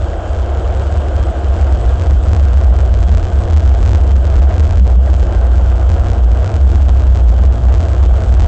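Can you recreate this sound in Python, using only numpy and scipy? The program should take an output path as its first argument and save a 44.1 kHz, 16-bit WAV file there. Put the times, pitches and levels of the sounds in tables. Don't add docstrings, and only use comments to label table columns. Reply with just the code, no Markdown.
import sys
import numpy as np
from scipy import signal
from scipy.fft import rfft, irfft, next_fast_len
from scipy.io import wavfile
from scipy.ndimage import uniform_filter1d, map_coordinates

SR = 44100
rng = np.random.default_rng(int(sys.argv[2]) if len(sys.argv) > 2 else 0)


def natural_amplitude(level_db):
    exponent = np.asarray(level_db, float) / 20
    return 10 ** exponent


def output_pcm(signal):
    pcm = np.clip(np.atleast_2d(signal).T, -1, 1) * 32767
    wavfile.write(sys.argv[1], SR, np.round(pcm).astype(np.int16))


N = 373527
DAMPING_DB = 14


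def unit(x):
    return x / np.sqrt(np.mean(x ** 2) + 1e-20)


def curves(rows):
    s, *cols = np.transpose(rows)
    return [np.interp(np.arange(N) / SR, s, c) for c in cols]


def humps(rows):
    s, half, *cols = np.transpose(rows)
    t = np.arange(0, N / SR + .01, .005)
    reach = np.clip((t[:, None] - s) / half, -1, 1)
    shape = np.cos(np.pi / 2 * reach) ** 2
    return [np.interp(np.arange(N) / SR, t, shape @ c) for c in cols]


def wobble(rate):
    knots = rng.standard_normal(int(N * rate / SR) + 4)
    return map_coordinates(knots, [np.arange(N) * rate / SR])


def rush(spectrum, patchy_db):
    z = signal.stft(rng.standard_normal(N + 512), nperseg=512)[2]
    field = uniform_filter1d(rng.standard_normal(z.shape), size=5, axis=0)
    field = uniform_filter1d(field, size=8, axis=1)
    x = signal.istft(z * natural_amplitude(patchy_db * unit(field)), nperseg=512)[1]
    m = next_fast_len(len(x))
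    hz, db = np.transpose(spectrum)
    log_hz = np.log(np.fft.rfftfreq(m, 1 / SR) + 1)
    colour = natural_amplitude(np.interp(log_hz, np.log(hz + 1), db, -120, -120))
    return unit(irfft(rfft(x, m) * colour, m)[:N])


def mode(db, hz, waver_hz, waver_db):
    phase = 2 * np.pi * np.cumsum(hz + waver_hz * wobble(20)) / SR
    return np.sqrt(2) * natural_amplitude(db + waver_db * wobble(22)) * np.sin(phase)


# time in seconds, shaking in dB, boom pitch in Hz.
RIDE = [(0.0, -17.5, 64.35), (0.5, -19, 67.94), (0.85, -15.5, 70.98), (1.3, -13, 68.06), (1.6, -12, 69.95),
        (1.86, -13, 59), (2.1, -9.5, 65), (2.75, -8.5, 63.93), (3.2, -10, 53.52), (3.55, -9, 69.97),
        (3.8, -10, 57.07), (4.15, -8.5, 70.13), (4.4, -9.5, 64), (5.0, -9, 63.73), (6.0, -10, 60),
        (6.6, -9, 63.64), (7.2, -8, 61.9), (8.47, -10.5, 62.95)]
# time in seconds, half length in seconds, boom loss in dB.
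BUMPS = [(0.15, 0.15, 17.5), (0.61, 0.036, 6), (0.85, 0.052, 2), (1.1, 0.067, 5), (1.59, 0.027, 3),
         (1.78, .05, 3.5), (2.03, 0.13, 7), (2.23, 0.057, 11), (2.34, .05, 7.5), (2.6, .05, 4),
         (7.02, .04, 8), (3.03, 0.097, 6), (3.27, .11, 17), (3.49, 0.074, 12), (3.6, 0.05, 5),
         (3.8, 0.057, 11), (3.93, .05, 5), (4.18, 0.043, 3), (4.53, .06, 11), (4.72, 0.11, 8),
         (5.33, 0.045, 11), (5.78, .09, 9), (5.97, 0.12, 9), (6.1, 0.14, 2), (6.48, 0.1, 15),
         (7.17, 0.047, 7), (7.6, 0.06, 10), (7.85, .1, 4), (7.95, 0.06, 8), (8.23, 0.068, 18)]
# time in seconds, half length in seconds, pitch rise in Hz.
SHIFTS = [
    (4.64, .17, 9),
    (6.5, .13, 14),
    (7.9, .13, 7.97),
]
# time in seconds, half length in seconds, hush in
# dB.
CALMS = [(1.9, 0.072, -0.5), (3.6, 0.058, -1), (4.46, 0.047, 4.5), (4.83, 0.035, 11.5), (5.0, 0.094, 7.5),
         (5.54, 0.12, 0.5), (6.25, 0.069, 7.5), (6.63, 0.06, 3), (7.28, 0.095, 6.5), (10, 0.034, 3.5),
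         (0.15, 0.11, 2), (8.8, 0.058, 3), (3.6, 0.032, 4.5)]
# frequency in Hz, density in dB per Hz.
SHUDDER = [(40, -28.5), (54, -5.5), (65, 2), (76, -5.5), (95, -34)]


def boom():
    shake_db, boom_hz = curves(RIDE)
    (loss_db,), (rise_hz,), (hush_db,) = humps(BUMPS), humps(SHIFTS), humps(CALMS)
    boom_db = shake_db - loss_db + .3 * hush_db
    tone = mode(boom_db + 3.0, boom_hz + rise_hz, waver_hz=3.0, waver_db=1.22)
    shudder_db = boom_db - 6 - .8 * hush_db
    return tone + natural_amplitude(shudder_db) * rush(SHUDDER, patchy_db=.3)


# time in seconds, half length in seconds, kick in dB.
KICKS = [(0.0, .07, 4.5), (0.52, 0.087, 7), (0.81, 0.044, 7), (0.94, .06, 4), (1.18, 0.11, 1.5),
         (1.72, 0.077, 4.5), (2.01, 0.11, 4.5), (2.13, .05, 6), (2.33, 0.057, 12), (2.61, 0.032, 7),
         (2.79, 0.06, 5), (2.97, 0.055, 5), (3.12, .13, 11), (3.55, 0.17, 10), (3.74, 0.066, 6.5),
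         (3.9, 0.12, 11), (4.3, .08, 1.5), (4.59, .09, 7.5), (4.73, 0.13, 8.5), (5.08, 0.036, 3),
         (5.7, 0.082, 6.5), (5.91, 0.055, 8), (6.07, 0.14, 7.5), (6.33, 0.036, 10), (6.47, 0.12, 4.5),
         (6.75, 0.1, 7.5), (7.17, 0.035, 8.5), (7.45, 0.066, 8), (7.8, 0.12, 6.5), (8.36, 0.31, 7)]
# frequency in Hz, density in dB per Hz.
DRUM = [(62, -34), (74, 5), (90, -3), (105, -6), (125, -17), (170, -43)]


def floor_drum():
    shake_db = curves(RIDE)[0]
    (kick_db,), (hush_db,) = humps(KICKS), humps(CALMS)
    drum_db = 0.65 * shake_db - 14 + kick_db - 2.3 * hush_db
    tone = mode(drum_db + 5.0, 88, waver_hz=7.996, waver_db=0.84)
    return tone + natural_amplitude(0.59 * drum_db - 7.0) * rush(DRUM, patchy_db=-0.3)


# time in seconds, size in dB.
LURCHES = [(0.5, 3), (1.08, 2.5), (1.36, -11.5), (2.13, 13), (2.82, 9.5), (3.24, 14), (3.55, -4),
           (3.82, 11), (4.38, 15.5), (4.75, 17.5), (5.0, 5.5), (5.25, 8.5), (5.43, 12), (5.72, 12.5),
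           (5.85, 6.5), (6.05, 13), (6.75, 10), (6.98, -22), (7.07, 6), (7.45, 5), (8.12, 15), (8.45, 12.5)]
# frequency in Hz, density in dB per Hz.
SWAY = [(12, -37), (25, -12), (40, -12), (50, -4.5), (58, -5.5), (70, -38)]


def bogie_sway():
    half_s, rest_db = 0.097, -29
    lurch_db, = humps([(s, half_s, db) for s, db in LURCHES])
    sway_db = rest_db + lurch_db
    tone = mode(sway_db + 2.0, 45, waver_hz=4.51, waver_db=2.5)
    return tone + natural_amplitude(0.59 * sway_db - 4.5) * rush(SWAY, patchy_db=0.0)


# frequency in Hz, density in dB per Hz.
RUMBLE = [(74, -22), (125, -0.5), (140, -5), (210, -4), (248, -7.5), (290, -8.5), (380, -37), (640, -120)]


def rail_rumble():
    shake_db, (hush_db,) = curves(RIDE)[0], humps(CALMS)
    rumble_db = -30 + .7 * (shake_db - shake_db.max()) - 0.37 * hush_db
    return natural_amplitude(rumble_db + 2.0) * rush(RUMBLE, patchy_db=-0.5)


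# time in seconds, effort in dB.
EFFORT = [
    (0.0, 0.5),
    (1.9, 3),
    (2.6, -5),
    (3.7, -3.5),
    (5.0, -5),
    (6.0, -6.5),
    (7.5, -7.5),
    (8.1, -2),
    (8.47, 1),
]
# frequency in Hz, density in dB per Hz.
ROAR = [(160, -46), (270, -14), (301, -6.5), (333, 0.5), (414, -5.5), (462, -1), (519, -2.5), (696, 0),
        (738, -3), (802, -7.5), (965, -14), (1520, -15.5), (1610, -14.5), (1750, -33.5), (2000, -39.5),
        (2600, -59.5), (4400, -120)]


def wheel_roar(jolts):
    (effort_db,), (hush_db,) = curves(EFFORT), humps(CALMS)
    roar_db = -24.5 + 0.099 * effort_db - .6 * hush_db
    return natural_amplitude(roar_db + 1.0 + 1.0 * jolts + 0.66 * wobble(9.8)) * rush(ROAR, patchy_db=1.0)


# frequency in Hz, density in dB per Hz.
HISS = [(1000, -26.5), (1700, -3.5), (1830, -9), (2110, -17), (2430, -7.5), (3120, -2), (3970, -12.5),
        (6100, -17), (7050, -13), (8200, -11), (10700, -54.5), (18000, -120)]


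def air_hiss(jolts):
    (effort_db,), (hush_db,) = curves(EFFORT), humps(CALMS)
    hiss_db = -42 + 0.38 * effort_db - .8 * hush_db
    return natural_amplitude(hiss_db - 2.5 + 1.0 * jolts) * rush(HISS, patchy_db=2.6)


def motors():
    (effort_db,), (hush_db,) = curves(EFFORT), humps(CALMS)
    howl_db = -32 + effort_db - 0.66 * hush_db + 1.5 * wobble(9.7)
    whine_db = -47.5 + 0.35 * effort_db
    howl = mode(howl_db - 9, 693 + 5.93 * wobble(6), waver_hz=22.1, waver_db=3)
    whine = mode(whine_db - 11, 3190 + 31.0 * wobble(5), waver_hz=91, waver_db=4.5)
    return howl + whine


def scene():
    body = boom() + floor_drum() + bogie_sway()
    jolts = wobble(30)
    wheels = rail_rumble() + wheel_roar(jolts) + air_hiss(jolts)
    return (body + natural_amplitude(DAMPING_DB) * (wheels + motors()))[None]


# bin number, gain in dB.
SPARED = [
    (0, 0.5),
    (1, 2),
    (2, -10),
    (128, -0.5),
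]


def damped(x):
    frame, first = 256, 85
    hop = frame // 2
    count = len(x) // hop + 3
    x = np.pad(x, (frame - first, 3 * frame))
    starts = hop * np.arange(count)[:, None]
    frames = x[starts + np.arange(frame)] * signal.get_window("hann", frame)
    gain_db = np.full(hop + 1, -float(DAMPING_DB))
    for k, db in SPARED:
        gain_db[round(k)] = db
    frames = irfft(rfft(frames) * natural_amplitude(gain_db), frame)
    return (frames[:-1, hop:] + frames[1:, :hop]).ravel()[hop - first:]


def roll_off(x):
    return signal.sosfilt(signal.butter(12, 15720, fs=SR, output="sos"), x)


def record(dry):
    x = dry[0] / (1 + np.abs(dry[0] / .64) ** 2.5) ** .4
    x = x + natural_amplitude(DAMPING_DB - 50.5) * rush(HISS, patchy_db=1.0)
    x = np.pad(x, (0, 2205), "reflect")
    x = damped(signal.resample_poly(x, 160, 441))
    x = np.clip(x, -.705, .705)
    smooth = signal.firwin(30 * 441 + 1, 8000, window=("kaiser", 9), fs=16000 * 441)
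    x = signal.resample_poly(x, 441, 160, window=smooth)[None, :N]
    x = np.clip(x, -.709, .709)
    return roll_off(x)


dry = scene()
out = record(dry)
output_pcm(out)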